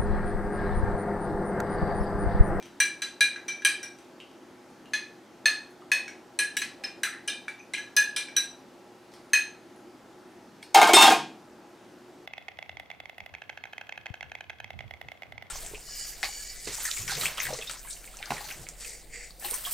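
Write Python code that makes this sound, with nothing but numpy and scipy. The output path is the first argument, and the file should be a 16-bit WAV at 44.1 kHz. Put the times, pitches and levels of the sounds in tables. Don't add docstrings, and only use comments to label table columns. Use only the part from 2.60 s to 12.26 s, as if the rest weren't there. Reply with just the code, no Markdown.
import sys
import numpy as np
from scipy import signal
from scipy.fft import rfft, irfft, next_fast_len
from scipy.io import wavfile
from scipy.ndimage import uniform_filter1d

SR = 44100
rng = np.random.default_rng(int(sys.argv[2]) if len(sys.argv) > 2 else 0)


def gain_from_decibels(decibels):
    exponent = np.asarray(decibels, float) / 20
    return 10 ** exponent


def transcribe(u):
    v = np.clip(np.atleast_2d(u).T, -1, 1)
    q = np.round(v * 32767).astype(np.int16)
    wavfile.write(sys.argv[1], SR, q)


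N = 426006


def evened(x):
    return x / np.sqrt(np.mean(x ** 2) + 1e-20)


def read(points, hz):
    f, value = np.transpose(points)
    return np.interp(np.log(hz + 1), np.log(f + 1), value)


def add(mix, s, sound):
    part = mix[round(s * SR):][:len(sound)]
    part += sound[:len(part)]


def above(x, hz):
    return signal.sosfilt(signal.butter(4, hz, "high", fs=SR, output="sos"), x)


def resonate(x, hz, width):
    return signal.lfilter(*signal.iirpeak(hz, hz / width, SR), x)


def body(drive, modes):
    return sum(gain_from_decibels(db) * evened(resonate(drive, f, w)) for f, w, db in modes)


def ring(t, hz, db, t60):
    return gain_from_decibels(db - 60 * t / t60) * np.sin(2 * np.pi * hz * t)


def held(db, hz, hold, t60):
    t = np.arange(8000) / SR
    level = gain_from_decibels(db - 60 * np.maximum(t - hold, 0) / t60)
    return level * np.sin(2 * np.pi * hz * t) * np.tanh(t / 0.0073)


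def crack(db, t60=0.051):
    # pitch_hz, level_db
    colour = [(300, -20.5), (900, -20), (1500, -9.5), (3000, -7), (5000, -12.5), (9000, -19), (14000, -32),
              (16500, -45.5)]
    t = np.arange(2048) / SR
    z = rfft(rng.standard_normal(len(t))) * gain_from_decibels(read(colour, np.fft.rfftfreq(len(t), 1 / SR)))
    return evened(irfft(z)) * gain_from_decibels(db - 60 * t / t60)


def matching(table, s, usual):
    return next((row[1:] for row in table if abs(row[0] - s) < .012), usual)


def kitchen_air():
    # pitch_hz, level_db per Hz
    spectrum = [(15, -59), (25, -28), (114, -19), (146, -14), (252, -3), (288, -6.5), (358, 2), (389, -8.5),
                (809, -11), (1250, -17), (1510, -17), (2530, -23.5), (6040, -29), (15200, -42.5),
                (16500, -63.5)]
    # pitch_hz, level_db
    hum = [(118.4, -71.5), (258.4, -66), (360.7, -60.5), (829.0, -67), (1324, -72), (1550, -92)]
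    # pitch_hz, likeness 0-1
    likeness = [(60, 0.85), (180, 0.96), (550, 0.91), (1650, 0.83), (4970, 0.8), (15000, 0.93)]
    frames, hz = N // 512 + 5, np.fft.rfftfreq(2048, 1 / SR)
    a, b, c, d, patches = rng.standard_normal((frames, 1025, 5)).T
    patches = evened(uniform_filter1d(uniform_filter1d(patches, 20, 0), 12, 1))
    same, left = np.clip(read(likeness, hz), -1, 1)[:, None], a + 1j * b
    z = np.array([left, same * left + np.sqrt(1 - same ** 2) * (c + 1j * d)])
    z *= gain_from_decibels(read(spectrum, hz)[:, None] + 1.0 * patches)
    air = gain_from_decibels(-52) * evened(signal.istft(z, nperseg=2048, noverlap=1536)[1][:, :N])
    t = np.arange(N) / SR
    for f, db in hum:
        drift = uniform_filter1d(rng.standard_normal(N // 100 + 1), size=50)
        waver = evened(uniform_filter1d(drift, size=50)).repeat(100)[:N]
        air += gain_from_decibels(db + 2 + 0.72 * waver) * np.sin(2 * np.pi * f * t + 1.54 * waver)
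    return air


def room(x):
    # pitch_hz, t60_s
    decay = [(200, 0.77), (500, 0.25), (1500, 0.34), (4000, 0.37), (9000, 0.28), (15000, 0.17)]
    # pitch_hz, difference 0-1
    apart = [(100, .12), (300, .05), (700, .1), (1500, 0.076), (4000, 0.23), (9000, 0.2), (15000, 0.11)]
    span = 30000
    taps = np.zeros((2, span))
    at = np.arange(120, span - 20, 20) + rng.integers(0, 20, (2, (span - 121) // 20))
    np.put_along_axis(taps, at, rng.choice([-1., 1.], at.shape), 1)
    hz, t, z = signal.stft(taps, SR, nperseg=256)
    z[1] *= read(apart, hz)[:, None]
    mid, side = signal.istft(z * gain_from_decibels(-60 * t / read(decay, hz)[:, None]), SR, nperseg=256)[1]
    size = next_fast_len(N + span, True)
    tail = np.array([mid + side, mid - side]) / np.linalg.norm(mid)
    return irfft(rfft(x, size) * rfft(tail, size), size)[:, :N]


def touches():
    # start_s, level_db, pitch_hz, t60_s
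    ticks = [(0.026, -38.5, 6070, 0.022), (0.057, -40, 2980, 0.005), (1.3866, -41.5, 6100, 0.011),
             (1.41, -52, 3730, 0.012), (1.449, -52.5, 2540, 0.0092), (1.6024, -43.5, 3250, 0.021),
             (1.714, -50, 2780, 0.012), (2.257, -46.5, 2840, 0.028), (3.2146, -55, 2930, 0.027),
             (6.5213, -62, 2620, 0.012), (6.538, -41, 5300, 0.0089), (6.5638, -47, 5070, 0.013),
             (8.029, -33, 3560, 0.0015)]
    # start_s, level_db, pitch_hz, t60_s
    drips = [(2.1021, -50, 9350, 0.004), (3.0194, -43, 8200, 0.0035), (3.107, -43, 10270, 0.0012),
             (6.541, -49, 10100, 0.004), (6.5889, -55, 8370, 0.004), (6.6154, -54, 10400, 0.004),
             (6.6478, -49, 10200, 0.004), (6.6937, -51, 9950, 0.004), (7.1616, -47, 10080, 0.0077),
             (8.027, -35, 8590, 0.003), (9.1017, -59, 11900, 0.0048)]
    # start_s, level_db, pitch_hz, width_hz, t60_s
    drags = [(1.234, -51, 5600, 298, 0.061), (1.601, -38.5, 2880, 250, 0.021), (3.33, -55.5, 604, 300, 1),
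             (3.97, -36, 2900, 300, 0.043), (4.2, -56, 630, 300, 0.94), (4.435, -27.5, 1800, 500, 0.069),
             (4.451, -33, 1580, 200, 0.025), (4.464, -37, 1376, 60, 0.084), (4.523, -39.5, 1750, 300, 0.14),
             (4.681, -34, 3040, 248, 0.025), (4.699, -35, 3840, 252, 0.038), (4.991, -53, 6060, 200, 0.037),
             (5.14, -27, 2960, 500, 0.022), (5.563, -34.5, 3560, 300, 0.044),
             (6.515, -64.5, 4167, 3000, 0.31)]
    # pitch_hz, level_db, t60_s
    earlier = [(1800, -72, 0.77), (2380, -56, 0.11), (3950, -65, 0.26), (5500, -80, 0.28)]
    out, t = np.zeros(N), np.arange(6000) / SR
    for s, db, hz, t60 in ticks + drips:
        add(out, s, ring(t, hz, db - 6.0, np.clip(t60, .002, .2)))
    add(out, 0, sum(ring(t, *mode) for mode in earlier))
    for s, db, *_ in ticks:
        add(out, s, crack(db - 4, t60=0.0099))
    for s, db, hz, width, t60 in drags:
        grains = rng.standard_normal(len(t)) * (0.21 + (rng.random(len(t)) < 700 / SR) * 3.6)
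        rub = resonate(resonate(grains, hz, width), hz, 2 * width)
        add(out, s, evened(rub) * gain_from_decibels(db - 60 * t / t60) * np.tanh(t / 0.0008))
    return out


def tumbling():
    spoon_hz = (3636, 5200, 6885, 8224, 9146, 10630)
    # level_db, t60_s, swell_s as the spoon turns to the microphone
    spoon = [(-10.5, 4, 0.006), (-18.5, 0.39, 0.003), (-28, 0.81, .02), (-12, .36, 0.0014),
             (-22, .15, .004), (-23.5, 0.55, 0.0036)]
    # start_s, stop_s, level_db
    flights = [(8.142, 8.22, -25), (8.339, 8.457, -4.5)]
    # depth_db, turn at which it faces the microphone 0-1
    turns, turns_per_s = [(1.5, 0.34), (4.5, 0.21), (8.2, .88), (1.7, 0.24), (2.5, .2), (4.5, .25)], 16
    out = np.zeros(N)
    for start, stop, free_db in flights:
        t = np.arange(0, stop - start + .1, 1 / SR)
        landed = gain_from_decibels(-60 * np.maximum(t - (stop - start), 0) / 0.04)
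        facing_db = [depth * np.cos(2 * np.pi * (turns_per_s * t - turn)) for depth, turn in turns]
        rings = 0
        for hz, (db, t60, swell), facing in zip(spoon_hz, spoon, facing_db):
            rings = rings + ring(t, hz, db + free_db + facing, t60) * np.tanh(t / swell)
        add(out, start, landed * rings)
    return out


def sheet_tones():
    # start_s, level_db, pitch_hz, hold_s
    tones = [(8.145, -4.5, 813, .018), (8.17, -10, 790, 0.017), (8.208, -9, 750, 0.021),
             (8.148, -16, 2126, 0.014), (8.18, -17.5, 2110, 0.0092), (8.218, -16, 2130, 0.0082),
             (8.155, -25.5, 4194, 0.016), (8.24, -23.5, 1556, 0.028), (8.515, -28, 2444, 0.036),
             (8.285, -24, 2260, 0.042), (8.23, -25.5, 3100, .015), (8.362, -11.5, 931, 0.028),
             (8.362, -18, 2680, .05), (8.366, -23.5, 2200, 0.056), (8.438, -9, 786, .018),
             (8.474, -10, 786, 0.017), (8.46, -20.5, 3311, 0.031), (8.518, -16.5, 786, 0.0167)]
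    out = np.zeros(N)
    for s, db, hz, hold in tones:
        add(out, s, held(db, hz, hold, t60=0.047))
    return out


def landing(modes, db, hz, spread, t60):
    t, signs = np.arange(5000) / SR, rng.choice([-1, 1], len(modes))
    rings = 0
    for sign, (f, *_) in zip(signs, modes):
        rings = rings + sign * ring(t, f, db - spread * abs(np.log2(f / hz)), t60)
    return rings * np.tanh(t / 0.0033)


def clatter():
    sheet_hz = (605, 702, 752, 785, 811, 882, 930, 1069, 1222, 1394, 1570, 2140, 2425, 2680, 2720, 2800,
                3100, 3307)
    # width_hz, level_db
    sheet_modes = [(13.93, -7.5), (12.9, -1), (14, -21), (12.9, -4.5), (15.06, -12.5), (15.1, -5),
                   (14.8, -7), (14, 2.5), (11.98, 1.5), (14, -0.5), (90, -1), (70, 19.5), (70.2, 6.5),
                   (20.1, -19), (19.85, -13), (30.1, -4), (40.1, 5.5), (19.98, -11)]
    # pitch_hz, width_hz, level_db
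    counter = [(200, 40, -24), (255, 35.3, -27.5), (342.5, 13, 5.5), (444, 46, 9.5)]
    # start_s, low_sheet_db, around_hz, bright_part_db, around_hz
    blows = [(8.145, 2.5, 810, -12, 2130), (8.165, 2, 800, -42, 2200), (8.187, -1, 804, -28, 2090),
             (8.214, 4.5, 899, -17, 2130), (8.227, -12.5, 800, -25, 2130), (8.271, -3, 1000, -22.5, 2870),
             (8.29, -2.5, 676, -30, 2290), (8.333, -2.5, 840, -9.5, 3400), (8.364, 3.5, 947, -13, 2700),
             (8.385, -7, 930, -17, 2710), (8.409, 0, 880, -15, 2670), (8.422, -5, 907, -8.5, 2720),
             (8.439, 2, 750, -19, 2720), (8.464, -9, 847, -18, 3300), (8.477, 3.5, 766, -23, 3310),
             (8.5, -18, 855, -23, 3360), (8.52, -7, 780, -25, 2380)]
    # start_s, level_db, pitch_hz, t60_s
    thuds = [(8.335, -4, 377, 0.039), (8.431, -23, 255, 0.1), (8.489, -29, 154, 0.21),
             (8.548, -37, 335, 0.06)]
    chatter_db, chatter_t60 = (-18, -6.5, -4, -27.5), (0.12, 0.099, 0.048, 0.2)
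    damped_s, damped_db = 8.24, -9
    out, sheet = np.zeros(N), [(f, *m) for f, m in zip(sheet_hz, sheet_modes)]
    low = [m for m in sheet if m[0] < 1800]
    upper = [m for m in sheet if m[0] > 1800]
    noise = rng.standard_normal(SR)
    contacts = rng.random(SR) < 250 / SR
    uneven_db = np.minimum(7.1 * rng.exponential(1, SR), 9.0)
    drive = noise * (0.081 + contacts * 2.8 * gain_from_decibels(uneven_db))
    rasp = resonate(rng.standard_normal(SR) + 0.24 * drive, 6500, 4870)
    first = blows[0][0]
    t = first + np.arange(SR) / SR
    lying = np.tanh(np.maximum(t - damped_s, 0) / .03)
    bright = gain_from_decibels(damped_db * lying) * body(drive, upper[:1]) + body(drive, upper[1:])
    voices = np.array([evened(x) for x in (body(drive, low), bright, rasp, body(drive, counter))])
    power = np.zeros(voices.shape)
    for s, low_db, low_hz, bright_db, upper_hz in blows:
        since = np.maximum(t - s, 0)
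        start_db = np.add(chatter_db, [low_db, bright_db, bright_db, low_db])[:, None]
        fading = gain_from_decibels(start_db - 60 * since / np.array(chatter_t60)[:, None])
        power += (fading * np.tanh(since / 0.0011)) ** 2
        burst = crack(bright_db - 4, t60=0.15)
        add(out, s, burst * np.tanh(np.arange(len(burst)) / SR / .0025))
        add(out, s, landing(low, low_db - 11.0, low_hz, spread=25.4, t60=0.073))
        add(out, s, landing(upper, bright_db - 3.5, upper_hz, spread=72, t60=0.037))
    add(out, first, (np.sqrt(power) * voices).sum(0))
    t = np.arange(8000) / SR
    for s, db, hz, t60 in thuds:
        add(out, s, ring(t, hz, db, t60) * np.tanh(t / 0.0028))
    return above(out, 190)


def clink(s, db, pitch_hz, hard, height):
    plain_db = (17.6, 12.8, 7.9, 13.6, 6.97, 4.5, 22.3, 3.4)
    hard_db = (-3, 0.5, 0.5, 1.5, 13, 15, 1.5, -3)
    height_db = (1.34, -4, 3.5, -1, -4, 0.5, -0.25, -0.5)
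    wall_t60 = (0.13, 0.18, 0.15, 0.1)
    # start_s, first_hz, second_hz, third_hz, fourth_hz
    tunings = [(0.2015, 1648, 2353, 4000, 5985), (0.4194, 1634, 2380, 3995, 6040),
               (0.6073, 1667, 2376, 3950, 5960), (0.76, 1640, 2400, 3875, 5980),
               (0.881, 1626, 2341, 3943, 5895), (1.0204, 1660, 2357, 3850, 6021),
               (1.0488, 1658, 2402, 3984, 6010), (1.2295, 1605, 2357, 3850, 5840),
               (2.3341, 1720, 2487, 4130, 6250), (2.857, 1747, 2514, 4246, 6310),
               (3.317, 1712, 2531, 4260, 6350), (3.478, 1640, 2340, 4182, 6400),
               (3.7892, 1698, 2425, 4050, 6000), (3.9679, 1682, 2430, 3900, 5930),
               (4.017, 1676, 2500, 4070, 6200), (4.2373, 1690, 2446, 4091, 6100),
               (4.4328, 1650, 2425, 3956, 6000), (4.6767, 1672, 2414, 3950, 6110),
               (4.8794, 1674, 2310, 3924, 5820), (5.1358, 1660, 2380, 3960, 5910),
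               (5.181, 1680, 2414, 3960, 6013), (5.3651, 1660, 2472, 4060, 6130),
               (5.5637, 1687, 2403, 4060, 5920), (5.685, 1630, 2330, 3920, 5780),
               (5.7654, 1623, 2419, 3946, 5935), (6.7327, 1707, 2520, 4140, 6255)]
    # pitch over the pitch unit, level_db, t60_s
    top, highest = [(1.95, -31, 0.029), (2.05, 4, 0.019), (2.13, -6.5, 0.047), (2.33, -11, 0.017),
                    (2.412, 3, 0.02)], [(2.758, -17, 0.047), (3.01, -13.5, 0.026)]
    # start_s, build_up_s, lowest_db, second_db, fourth_db
    odd_blows = [(.201, 0.0019, 1, 2, -0.5), (.42, 0.0028, -4, 2, -0.5), (.607, 0.0033, -2.5, 2, -5.5),
                 (.881, 0.0075, -5.5, 0.5, 4), (1.049, 0.0026, -1.5, 4, -7.5), (1.23, 0.0021, 0, -1.5, 4),
                 (2.334, 0.0019, -0.5, 2, -2), (2.856, 0.0022, -0.5, 0, -5.5), (3.316, 0.0016, 1, 5, -6.5),
                 (3.79, 0.005, -10.5, -0.5, -6.5), (4.239, 0.0031, -6.5, 2.5, -9),
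                 (4.677, 0.0081, -0.5, -4.5, -2), (4.88, 0.0009, -1, 10.5, -6.5),
                 (5.136, 0.0041, -6.5, -3, -2), (4.017, 0.004, 0.1, 3, 0.5),
                 (5.365, 0.0047, -18.5, -4.5, -0.5), (5.562, 0.0042, -2.5, -0.5, -4),
                 (5.765, 0.0049, -3.5, 5, 10.5), (6.733, 0.0022, 5, 9.5, 5.5)]
    # start_s, level_db
    third_mode = [(.201, 1), (.42, 2.5), (.607, 4.5), (1.049, -0.5), (2.334, 1.5), (2.856, 3), (3.316, 3.5),
                  (3.79, 2.5), (3.968, -3.5), (4.017, 1), (4.433, 0.5), (5.136, 8.5), (5.365, -2.5),
                  (5.562, 1), (5.765, 1), (6.733, 0.5)]
    # start_s, ring length factor, top_modes_db, contact_crack_db, fizz_db
    grips = [(.201, 1.65, -3.5, 1.5, -6), (.42, 1.05, 6, 3.5, -5), (.607, 1.4, -2, -2, -7),
             (.881, 2.3, 2, 8.5, 4.5), (1.049, 1.43, -0.5, 2, -5), (1.23, 1.9, 1, 4, 5),
             (2.334, 2.03, 5, 6, -3), (2.856, 1.04, -1, -2.3, -5), (3.316, 1.36, 3.5, 1.8, 11),
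             (3.478, 0.46, 16, 5.5, 6.5), (3.79, 0.66, 2.5, -0.3, -4), (3.968, 0.98, -1, -1, -9),
             (4.017, 0.71, .1, 4, .1), (4.239, 1.2, 3, 5.5, 7), (4.433, 1.35, -1, 2.5, -7),
             (4.677, 1.87, 1, 7, -6), (4.88, 0.66, 7, 3.5, 3), (5.136, 1.1, 7, 7.5, -7),
             (5.181, 2.4, -4, 0, 4), (5.365, 1.7, -7.5, 1.2, -6), (5.562, 1.9, 0.5, 7.5, -13),
             (5.765, 1.15, 5, 2, -8), (6.733, 1.05, 0, 1.7, -5)]
    slosh_share, slosh_per_s = .007, 9
    layers_db = db + np.add(plain_db, hard * np.array(hard_db) + height * np.array(height_db))
    *wall_db, top_db, highest_db, crack_db, knock_db = layers_db
    build, low_db, second_db, fourth_db = matching(odd_blows, s, (0.0011, 0, 0, 0))
    third_db, = matching(third_mode, s, (0,))
    longer, more_db, rough_db, fizz_db = matching(grips, s, (1, 0, 0, 0))
    build = max(build, .0005)
    wall_db = np.add(wall_db, [low_db, second_db, third_db, fourth_db])
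    wall_hz = min(tunings, key=lambda row: abs(row[0] - s))[1:]
    top_db, crack_db = top_db + more_db, crack_db + rough_db
    t = np.arange(SR // 3) / SR
    modes = [(hz, d, longer * t60) for hz, d, t60 in zip(wall_hz, wall_db, wall_t60)]
    modes += [(ratio * pitch_hz, top_db + d, t60) for ratio, d, t60 in top]
    modes += [(ratio * pitch_hz, highest_db + d, t60) for ratio, d, t60 in highest]
    modes += [(1290, knock_db + 3.0, 0.002), (1898, knock_db + 10.5, 0.019)]
    split = rng.uniform(-1.01, 1, (len(modes), 2))
    voices = []
    for (hz, d, t60), (apart, weak) in zip(modes, split):
        slosh, start = 2 * np.pi * slosh_per_s * (1 + .5 * weak), np.pi * (apart + weak)
        bent = t + slosh_share / slosh * (np.sin(slosh * t + start) - np.sin(start))
        pair = ring(bent, hz, d, t60) + ring(bent, hz * (1 + 0.041 * apart), d - 12 + 4 * weak, t60)
        pair += ring(bent, hz * (1 - 0.02 * np.sign(apart) * (1 + .5 * weak)), d - 16.5, t60)
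        grip = gain_from_decibels(-495 * t ** 2)
        voices.append(pair * grip * np.tanh(t / build * (hz / modes[0][0]) ** 1.21))
    wall, sound = sum(voices[:len(wall_hz)]), sum(voices[len(wall_hz):])
    contact = crack(crack_db - 11.0)
    add(sound, 0, contact * np.tanh(t[:len(contact)] * 0.9 / min(build, .006)))
    add(sound, 0, above(crack(highest_db + fizz_db + 12.0, t60=0.049), 12300))
    return wall, sound


def stirring():
    # start_s, strength_db, top-mode pitch unit_hz, hardness -3..3, height on the wall -3..3 (0 is
    first_stir = [(0.2015, -37.5, 3970, 0.75, -0.052), (0.4194, -45.5, 3940, 0.08, 1.54),
                  (0.6073, -32, 4045, 0.25, 0.39), (0.76, -59.5, 3995.0, -3, -0.69),
                  (0.881, -50.5, 4000, -0.35, -1.3), (1.0204, -59.5, 4030, -1.2, 0.2),
                  (1.0488, -34, 4050, 0.48, 0.33), (1.2295, -57, 3920, -0.05, -1)]
    second_stir = [(3.317, -37.5, 4110, -0.56, -0.46), (3.479, -60.5, 3880, -1.7, 0.1),
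                   (3.789, -34, 4090, 0.067, 0), (3.968, -43, 3820, 0.98, 2.2),
                   (4.017, -43.5, 4170, -0.44, 0.5), (4.237, -51, 4030, -0.85, -0.2),
                   (4.4331, -43.5, 3950.0, 0.82, 1.3), (4.6763, -46, 4010, 0.26, -0.96),
                   (4.8809, -56, 3880, -1.3, -0.5), (5.1356, -50, 3940, -0.1, 0.05),
                   (5.181, -56, 3975, -0.5, 0.5), (5.3651, -34, 4030, 0.75, 0.04),
                   (5.563, -45, 4060, 0.73, 0.15), (5.685, -64, 3920, -1.3, -2.5),
                   (5.7655, -39.5, 3975, 0.86, 3)]
    rim_taps = [(2.3344, -44, 4100, -0.85, 0.37), (2.857, -31.5, 4080, -0.1, 0.85),
                (6.733, -37.5, 4120, 0.69, 1.45)]
    # start_s, level_db, pitch_hz, t60_s
    early_spots, late_spots = [(0.203, -25.5, 1910, 0.024), (.205, -44, 5080, .08),
                               (0.204, -25.5, 5910, 0.031), (0.608, -26, 4780, 0.022),
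                               (0.613, -28, 3280, .04), (.884, -49, 5100, .05), (1.05, -21.5, 3120, 0.034),
                               (1.053, -25.5, 6120, 0.041), (1.231, -42, 8100, .015),
                               (1.234, -40, 5740, 0.063), (1.235, -41, 5540, .06),
                               (2.856, -20.5, 3620, 0.019), (3.129, -53, 1434, .03),
                               (3.221, -43, 1230, 0.017), (3.316, -25, 1850, 0.031),
                               (3.318, -40, 5900, .08), (3.479, -44, 5700, 0.058),
                               (3.479, -37, 2230, 0.033)], [(3.968, -31.5, 1910, 0.028), (3.969, -28, 5630, 0.037),
                                                    (3.969, -36, 4820, .035), (3.969, -28, 2910, .03),
                                                    (3.969, -28, 2220, 0.035), (4.017, -30, 2270, .025),
                                                    (4.03, -52, 3030, .02), (4.24, -39, 2505, 0.033),
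                                                    (4.436, -30, 2950, 0.034), (4.434, -27.5, 1890, .03),
                                                    (4.453, -25, 1660, 0.022), (4.47, -40, 1340, 0.066),
                                                    (4.53, -41, 1780, .04), (4.682, -26, 3050, 0.035),
                                                    (4.7, -31.5, 3620, 0.044), (4.682, -37, 5150, 0.11),
                                                    (4.881, -20.5, 1590, 0.011), (5.0, -44.5, 2450, 0.07),
                                                    (5.136, -27.5, 2090, 0.038), (5.148, -21, 2390, 0.019),
                                                    (5.366, -20, 5050, 0.037), (5.562, -21.5, 3270, 0.013),
                                                    (5.562, -30.5, 5100, 0.037),
                                                    (5.763, -27.5, 3140, 0.021), (6.733, -25, 1920, 0.037),
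                                                    (8.027, -40.5, 2210, 0.027),
                                                    (8.026, -45.5, 3330, 0.029)]
    # start_s, level_db, pitch_hz, hold_s, t60_s
    pressed = [(5.366, -17, 1682, 0.04, .13), (3.79, -27, 1672, 0.051, .12),
               (4.239, -27.5, 5160, .012, 0.05), (5.372, -33, 2480, 0.032, .07),
               (6.736, -23, 2505, 0.032, .14)]
    sway_hz, sway_per_s = 45, 13
    walls, out, t = np.zeros((3, N)), np.zeros((3, N)), np.arange(4000) / SR
    for k, row in enumerate([*first_stir, *second_stir, *rim_taps]):
        wall, rest = clink(*row)
        add(walls[k % len(out)], row[0], wall)
        add(out[k % len(out)], row[0], rest)
    for s, db, hz, t60 in early_spots + late_spots:
        pair = ring(t, hz, db, t60) + ring(t, hz * 1.012, db - 8, t60)
        add(walls[1], s, gain_from_decibels(3.0) * pair * np.tanh(t / .002))
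    for s, *tone in pressed:
        add(walls[0], s, held(*tone))
    turn = 2 * np.pi * np.arange(N) / SR
    sway = np.sqrt(2) * np.cos(sway_hz * turn + 2 * np.sin(sway_per_s * turn))
    to_room = out + gain_from_decibels(-8) * walls * (1 + sway) / np.sqrt(2)
    return above((out + walls).sum(0), 290), above(to_room, 360)


def scene():
    (glass, near), small = stirring(), touches()
    near[0] += small
    drop, spoon, tones = clatter(), tumbling(), sheet_tones()
    direct = gain_from_decibels(1.5) * (glass + small) + gain_from_decibels(0.5) * drop + tones + gain_from_decibels(2.5) * spoon
    lead = .12 * np.gradient(direct) * [[1], [-1]]
    fallen = drop + gain_from_decibels(-10.5) * spoon + gain_from_decibels(-11.5) * tones
    wet = gain_from_decibels(2.5) * sum(room(x) for x in near) + gain_from_decibels(-2.5) * room(fallen)
    return (direct + lead + wet + kitchen_air()) * gain_from_decibels([[.2], [-.2]])


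def band_limit(x):
    return signal.sosfilt(signal.butter(12, 16790, fs=SR, output="sos"), x)


def record(dry):
    power_db = 10 * np.log10(abs(uniform_filter1d((dry ** 2).mean(0), 300)) + 1e-12)
    fall = np.arange(N) * 60. / SR
    over_db = np.maximum(np.maximum.accumulate(power_db + fall) - fall + 17.5, 0)
    x = dry / gain_from_decibels(0.11 * uniform_filter1d(over_db, 100))
    low_pass = signal.firwin(255, 16100, window=("kaiser", 9), fs=SR)
    x = signal.oaconvolve(.9 * np.tanh(x / .9), low_pass[None], "same")
    return band_limit(x)


dry = scene()
out = record(dry)
transcribe(out)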